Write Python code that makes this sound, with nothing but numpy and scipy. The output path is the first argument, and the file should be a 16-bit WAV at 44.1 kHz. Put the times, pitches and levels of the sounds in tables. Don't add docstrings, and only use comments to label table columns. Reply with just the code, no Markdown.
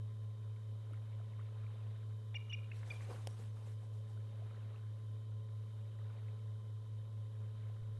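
import sys
import numpy as np
from scipy import signal
from scipy.fft import rfft, irfft, next_fast_len
from scipy.io import wavfile
from scipy.ndimage import uniform_filter1d, map_coordinates

SR = 44100
rng = np.random.default_rng(int(sys.argv[2]) if len(sys.argv) > 2 else 0)


def gain_from_db(level_db):
    decades = np.asarray(level_db, float) / 20
    return 10 ** decades


def wav_out(sig):
    wavfile.write(sys.argv[1], SR, np.round(np.clip(np.atleast_2d(sig).T, -1, 1) * 32767).astype(np.int16))


N = 352359
T = np.arange(N) / SR


def unit(x):
    return x / np.sqrt(np.mean(x ** 2) + 1e-20)


def wobble(rate_hz):
    knots = rng.standard_normal(int(N * rate_hz / SR) + 4)
    return map_coordinates(knots, [T * rate_hz])


def filtered(x, response):
    m = next_fast_len(N + 8192)
    return irfft(rfft(x, m) * response(np.fft.rfftfreq(m, 1 / SR)), m)[:N]


def swells(start_s, peak_db, rise_db_s, fall_db_s, rest_db=-120, hold_s=0):
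    coarse = T[::64]
    late = coarse - np.asarray(start_s)[:, None]
    fall = -fall_db_s * np.maximum(late - hold_s, 0)
    db = np.asarray(peak_db)[:, None] + np.minimum(rise_db_s * late, fall)
    power = np.sum(gain_from_db(db) ** 2, axis=0) + gain_from_db(rest_db) ** 2
    return np.interp(T, coarse, 10 * np.log10(power))


def rush(spectrum, patchy_db, lifts=()):
    f, db = np.transpose(spectrum)
    z = signal.stft(rng.standard_normal(N), nperseg=256)[2]
    field = uniform_filter1d(rng.standard_normal(z.shape), size=4, axis=0)
    field = uniform_filter1d(field, size=5, axis=1)
    noise = signal.istft(z * gain_from_db(patchy_db * unit(field)), nperseg=256)[1][:N]

    def response(hz):
        lift_db = sum(gain / (1 + (2 * (hz - centre) / width) ** 2) for centre, width, gain in lifts)
        return gain_from_db(np.interp(np.log(hz + 1), np.log(f), db, right=-120) + lift_db)

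    return unit(filtered(noise, response))


def bubbles(start_s, level_db, pitch_hz, cycles, rise):
    k = np.arange(SR // 25)
    turns = pitch_hz[:, None] * k / SR
    life = turns / cycles[:, None]
    envelope = gain_from_db(level_db[:, None] - 25.0 * life) * (1 - np.exp(-turns / 0.88))
    rows = envelope * np.sin(2 * np.pi * turns * (1 + rise * life))
    at = np.round(start_s * SR).astype(int)[:, None] + k
    return np.bincount(at.ravel(), rows.ravel(), N + SR)[:N]


FAN_PITCHES = (107.447, 103.13, 142.8)
HUM_ORDERS = [
    [1, 2, 4, 6, 9, 18, 36],
    [1, 2, 10, 30],
    [1, 2, 4],
    [1, 3, 4, 5, 6, 9],
]
HUM_LEVELS = [
    [-45, -80, -73, -86.5, -90.5, -99, -91.5],
    [-60, -76.5, -78, -86.5],
    [-79.5, -94, -82],
    [-85.5, -81, -81.5, -87, -84.5, -83],
]
# start_s, level_db
FAN_LOAD = [(0.0, -48), (0.22, -48.5), (2.71, -48.5), (3.25, -49.5), (4.27, -48.5), (4.63, -49.5),
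            (5.39, -48), (5.83, -49), (6.45, -48), (6.81, -49), (7.65, -48), (7.99, -49)]


def hum():
    mains_hz, in_step_s = 60.01, .025
    out = np.zeros(N)
    drifts = (0.05, .12, 0.076, 0.025)
    for hz, orders, levels, drift in zip(FAN_PITCHES + (mains_hz,), HUM_ORDERS, HUM_LEVELS, drifts):
        angle = 2 * np.pi * hz * (T - in_step_s) + drift * wobble(1.5)
        for k, db in zip(orders, levels):
            level = np.sqrt(2) * gain_from_db(db + 5 * drift * wobble(6))
            out += level * np.cos(k * angle + (k - 1) ** 2)
    load_s, load_db = np.transpose(FAN_LOAD)
    load_db = np.interp(T, load_s, load_db)
    return out * gain_from_db(load_db - load_db.mean())


# pitch_hz, density_db (per Hz)
HISS_SPECTRUM = [(74, -31), (125, -15), (140, -39.5), (210, -19), (388, -32.5), (428, -27), (462, -31),
                 (549, -31.5), (791, -42), (996, -32.5), (1410, -41.5), (2410, -70.5), (3100, -42.5),
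                 (4820, -47), (12400, -50.5), (16100, -81.5), (22000, -120)]
# pitch_hz, width_hz, lift_db
HOUSING_MODES = [(540, 117, 9), (1050, 260, 1), (3035, 124, 10), (3710, 330, 9.5)]
# pitch_hz, density_db (per Hz)
BUFFET_SPECTRUM = [(10, -10), (22, -11), (45, -12), (80, -7.5), (140, -8.5), (200, -24), (300, -94)]
# pitch_hz, density_db (per Hz)
THUD_SPECTRUM = [(10, -6), (25, -0.5), (45, -4), (70, -25), (100, -88)]
# start_s, peak_db
WIND_GUSTS = [(1.65, -76), (2.85, -71), (3.14, -69), (5.54, -73), (6.43, -76), (7.05, -75), (7.63, -71),
              (7.82, -67), (7.9, -69), (7.98, -70)]


def air():
    hiss = gain_from_db(-68 + 0.28 * wobble(3.9)) * rush(HISS_SPECTRUM, 0.45, HOUSING_MODES)
    calm_db = -74.5
    wind_db = swells(*np.transpose(WIND_GUSTS), rise_db_s=79, fall_db_s=72, rest_db=calm_db)
    thud = gain_from_db(-90.5 + 3.1 * (wind_db - calm_db)) * rush(THUD_SPECTRUM, 1.5)
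    buffet = gain_from_db(wind_db + 3.0 + 1.1 * wobble(9)) * rush(BUFFET_SPECTRUM, 0.39)
    return hiss + thud + buffet


# start_s, peak_db
SHORE_WAVES = [(.92, -79.5), (1.4, -79), (1.75, -76), (2.92, -71.5), (4.5, -74.5), (6.1, -76.5),
               (7.55, -79.5)]
# pitch_hz, density_db (per Hz)
WASH_SPECTRUM = [(150, -50), (400, 3), (700, -6), (1500, -7), (2500, -12), (4000, -16.5), (8000, -56)]
# start_s, peak_db, pitch_hz
LARGE_BUBBLES = [(.562, -62.5, 2030), (.908, -51, 545), (.92, -47.5, 255), (.934, -53, 1220),
                 (.934, -66, 8800), (.934, -63, 2860), (.942, -59, 1920), (0.955, -63, 1680),
                 (1.194, -58, 1330), (1.2, -51.5, 597), (1.212, -59, 1170), (1.335, -62, 1920),
                 (1.393, -50.5, 1050), (1.398, -60, 1840), (1.41, -56, 1250), (1.486, -59, 1100),
                 (1.665, -56, 2120), (1.757, -59, 540), (4.174, -59, 1310), (4.421, -48, 590),
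                 (4.51, -58, 1160), (4.545, -58, 1400), (4.577, -55, 487), (4.743, -58, 1090),
                 (4.76, -57.5, 2480), (5.988, -61, 1730), (6.016, -60, 1090), (6.23, -61, 1250),
                 (6.283, -59, 1910), (7.698, -55, 625)]


def water(count=1500):
    surge_db = swells(*np.transpose(SHORE_WAVES), rise_db_s=26, fall_db_s=61, rest_db=-81, hold_s=0.21)
    when, pitch, life, size = rng.random((count, 4)).T
    when = when * T[-1]
    hz = 450 * 6.5 ** pitch
    clumps_db = surge_db + 1.5 * wobble(9.4)
    db = clumps_db[(when * SR).astype(int)] + 5.5 - 1.6 * np.log(size + 0.028) - 3 * np.log2(hz / 1000)
    fizz = bubbles(when, db, hz, 5 + 6 * life, rise=.12)

    s, db, hz = np.transpose(LARGE_BUBBLES)
    cycles = 7.7 * (hz / 1000) ** 0.69
    plops = bubbles(s, db + 3.5, hz, cycles, rise=0.15)
    return fizz + plops + gain_from_db(surge_db + 6.0) * rush(WASH_SPECTRUM, 2.8)


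# delay_s, level_db
BANK_ECHOES = [(.027, -23), (.038, -18), (.047, -19), (0.06, -21), (.087, -25), (.113, -24.5), (.13, -31),
               (0.191, -25.5)]


def shore(x):
    t = T[:SR // 2]
    answer = gain_from_db(-52.5 - 60 * t / 0.52) * (t > .012) * rng.standard_normal(len(t))
    for delay, db in BANK_ECHOES:
        answer[round(delay * SR)] += gain_from_db(db)
    echo = signal.fftconvolve(x, answer)[:N]
    flutter = gain_from_db(2.5 * wobble(260))
    return filtered(echo * flutter, lambda hz: 1 / (1 + (hz / 4500) ** 4))


# start_s, peak_db
TWIG_CRACKS = [
    (3.272, -34),
    (3.3094, -55),
]
# pitch_hz, level_db, t60_s
STICK_MODES = [(545, 5.5, 0.023), (705, 10.5, 0.011), (3160, 9.5, 0.0048), (5360, 5.5, 0.0046),
               (7300, -5, 0.0053), (8800, 3.5, 0.0058), (10500, -3.5, .005)]


def twig():
    out, t = np.zeros(N), T[:SR // 20]
    for s, db in TWIG_CRACKS:
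        crack = 0.95 * gain_from_db(-60 * t / 0.014) * rng.standard_normal(len(t))
        for hz, level, t60 in STICK_MODES:
            onset = 1 - np.exp(-hz * t / 0.54)
            crack += gain_from_db(level - 60 * t / t60) * onset * np.sin(2 * np.pi * hz * t)
        out[round(s * SR):][:len(t)] += gain_from_db(db - 10) * crack
    return out


# start_s, hiss_db (feathers), push_db (moved air)
WING_STROKES = [(2.76, -76.5, -74), (2.88, -71.5, -70), (2.93, -74.5, -58), (3.02, -73, -72),
                (3.11, -70.5, -51.5), (3.19, -75.5, -60), (3.3, -76.5, -59), (3.395, -73.5, -59.5),
                (3.57, -79, -62), (3.665, -76, -61.5), (3.82, -83, -66), (3.94, -82, -71),
                (4.1, -82.5, -67)]
# pitch_hz, density_db (per Hz)
FEATHER_SPECTRUM = [(800, -54.5), (1500, 1), (3000, -1), (5000, -4), (7500, -5), (10500, -8.5),
                    (12000, -9.5)]
# pitch_hz, width_hz, lift_db
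PRIMARY_WHISTLE = [(8600, 1200, 3)]
# pitch_hz, density_db (per Hz)
PUSH_SPECTRUM = [(15, -12), (40, 2), (200, 1.5), (480, -4), (1000, -4.5), (1600, -14), (3000, -49)]
# start_s, peak_db,
# pitch_hz
SHORT_TICKS = [(2.348, -52, 1870), (2.345, -57.5, 790), (2.529, -58, 1910), (2.715, -53.5, 1680),
               (2.765, -63, 2300), (2.83, -53.5, 1650), (2.83, -58, 960), (2.833, -56, 2050),
               (3.008, -51.5, 1980), (3.007, -55, 1100), (3.049, -56, 2200), (3.09, -49, 540),
               (3.099, -48, 417), (3.11, -46.5, 477), (3.115, -50, 870), (3.131, -57, 1110),
               (3.143, -48.5, 520), (3.161, -55, 1500), (3.397, -52, 457), (3.672, -57, 514)]


def wings(count=500):
    s, hiss_db, push_db = np.transpose(WING_STROKES)
    hiss_db = swells(s, hiss_db, rise_db_s=350, fall_db_s=149, hold_s=0.032)
    push_db = swells(s, push_db, rise_db_s=350, fall_db_s=161)
    hiss = gain_from_db(hiss_db + 4.5) * rush(FEATHER_SPECTRUM, 2.9, PRIMARY_WHISTLE)
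    push = gain_from_db(push_db - 3.0) * rush(PUSH_SPECTRUM, 3)

    when, pitch, size = rng.random((count, 3)).T
    when = s[0] + (s[-1] - s[0]) * when
    db = hiss_db[(when * SR).astype(int)] + 14 - 3.1 * np.log(size + .01)
    crackle = bubbles(when, db, 700 * 7 ** pitch, np.full(count, 2.5), rise=0)

    s, db, hz = np.transpose(SHORT_TICKS)
    ticks = bubbles(s, db + 6, hz, np.full(len(s), 8), rise=0.031)
    return hiss + push + crackle + ticks


def voice(notes, lean):
    scoop_hz, scoop_s = 200, .003
    out = np.zeros(N, complex)
    for s, length, pitch_hz, sag_hz, db in notes:
        u = np.linspace(0, 1, int(length * SR))
        hz = pitch_hz - scoop_hz * np.exp(-u * length / scoop_s) - sag_hz * u ** 3
        swell = np.abs(np.sin(np.pi * u ** lean)) ** .8
        tone = np.exp(2j * np.pi * np.cumsum(hz) / SR)
        out[round(s * SR):][:len(u)] += np.sqrt(2) * gain_from_db(db) * swell * tone
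    return out * gain_from_db(1.2 * wobble(300)) * np.exp(.1j * wobble(900))


# start_s, length_s, pitch_hz, sag_hz, level_db
UPPER_NOTES = [
    (2.3495, .0245, 2860, 90, -45.5),
    (2.4955, .018, 2975, 60, -53.5),
    (2.528, .0205, 2845, 0, -45.5),
    (2.548, .008, 2950, 0, -60),
]
# start_s, length_s, pitch_hz,
# sag_hz, level_db
LOWER_NOTES = [(2.3445, .0055, 2350, 0, -50), (2.349, .027, 2440, 260, -44.5),
               (2.508, .0105, 2960, 300, -49.5), (2.5165, .008, 2520, 170, -57),
               (2.5265, .0065, 2450, 0, -46), (2.5355, .016, 2500, 260, -44.5),
               (2.7145, .0075, 2700, 150, -52.5), (2.7155, .008, 2250, 150, -57),
               (2.903, .0165, 2440, 150, -43), (2.914, .007, 4700, 50, -58), (2.9195, .008, 2300, 100, -58)]
CHIRP_OPENINGS = [
    2.3436,
    2.5248,
    2.9016,
]


def hawk():
    upper = voice(UPPER_NOTES, lean=.75)
    taken = .6 * (np.abs(upper) / np.abs(upper).max()) ** 2
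    lower = voice(LOWER_NOTES, lean=1.3) * (1 - taken)
    size = np.abs(upper) + np.abs(lower) + gain_from_db(-54)
    octave = gain_from_db(-12.5 + 2.5 * wobble(250)) * upper ** 2
    octave = octave + gain_from_db(-21) * upper * lower + gain_from_db(-27) * lower ** 2

    flicks = voice([(s, .007, 3560, 40, -55) for s in CHIRP_OPENINGS], lean=.6)
    s, each = np.array(CHIRP_OPENINGS), np.ones(len(CHIRP_OPENINGS))
    clicks = bubbles(s - .0004, -39.5 * each, 2150 * each, 3.5 * each, rise=.03)
    return (upper + lower + flicks + octave / size).real + clicks


def scene():
    call = hawk()
    return (hum() + air() + water() + shore(call) + twig() + wings() + call)[None]


def roll_off(x):
    return signal.sosfilt(signal.butter(12, 12500, fs=SR, output="sos"), x)


def record(dry):
    limited = filtered(dry[0], lambda hz: hz < 12050)
    mix = limited + gain_from_db(-93) * rng.standard_normal(N)
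    return roll_off(mix[None])


dry = scene()
out = record(dry)
wav_out(out)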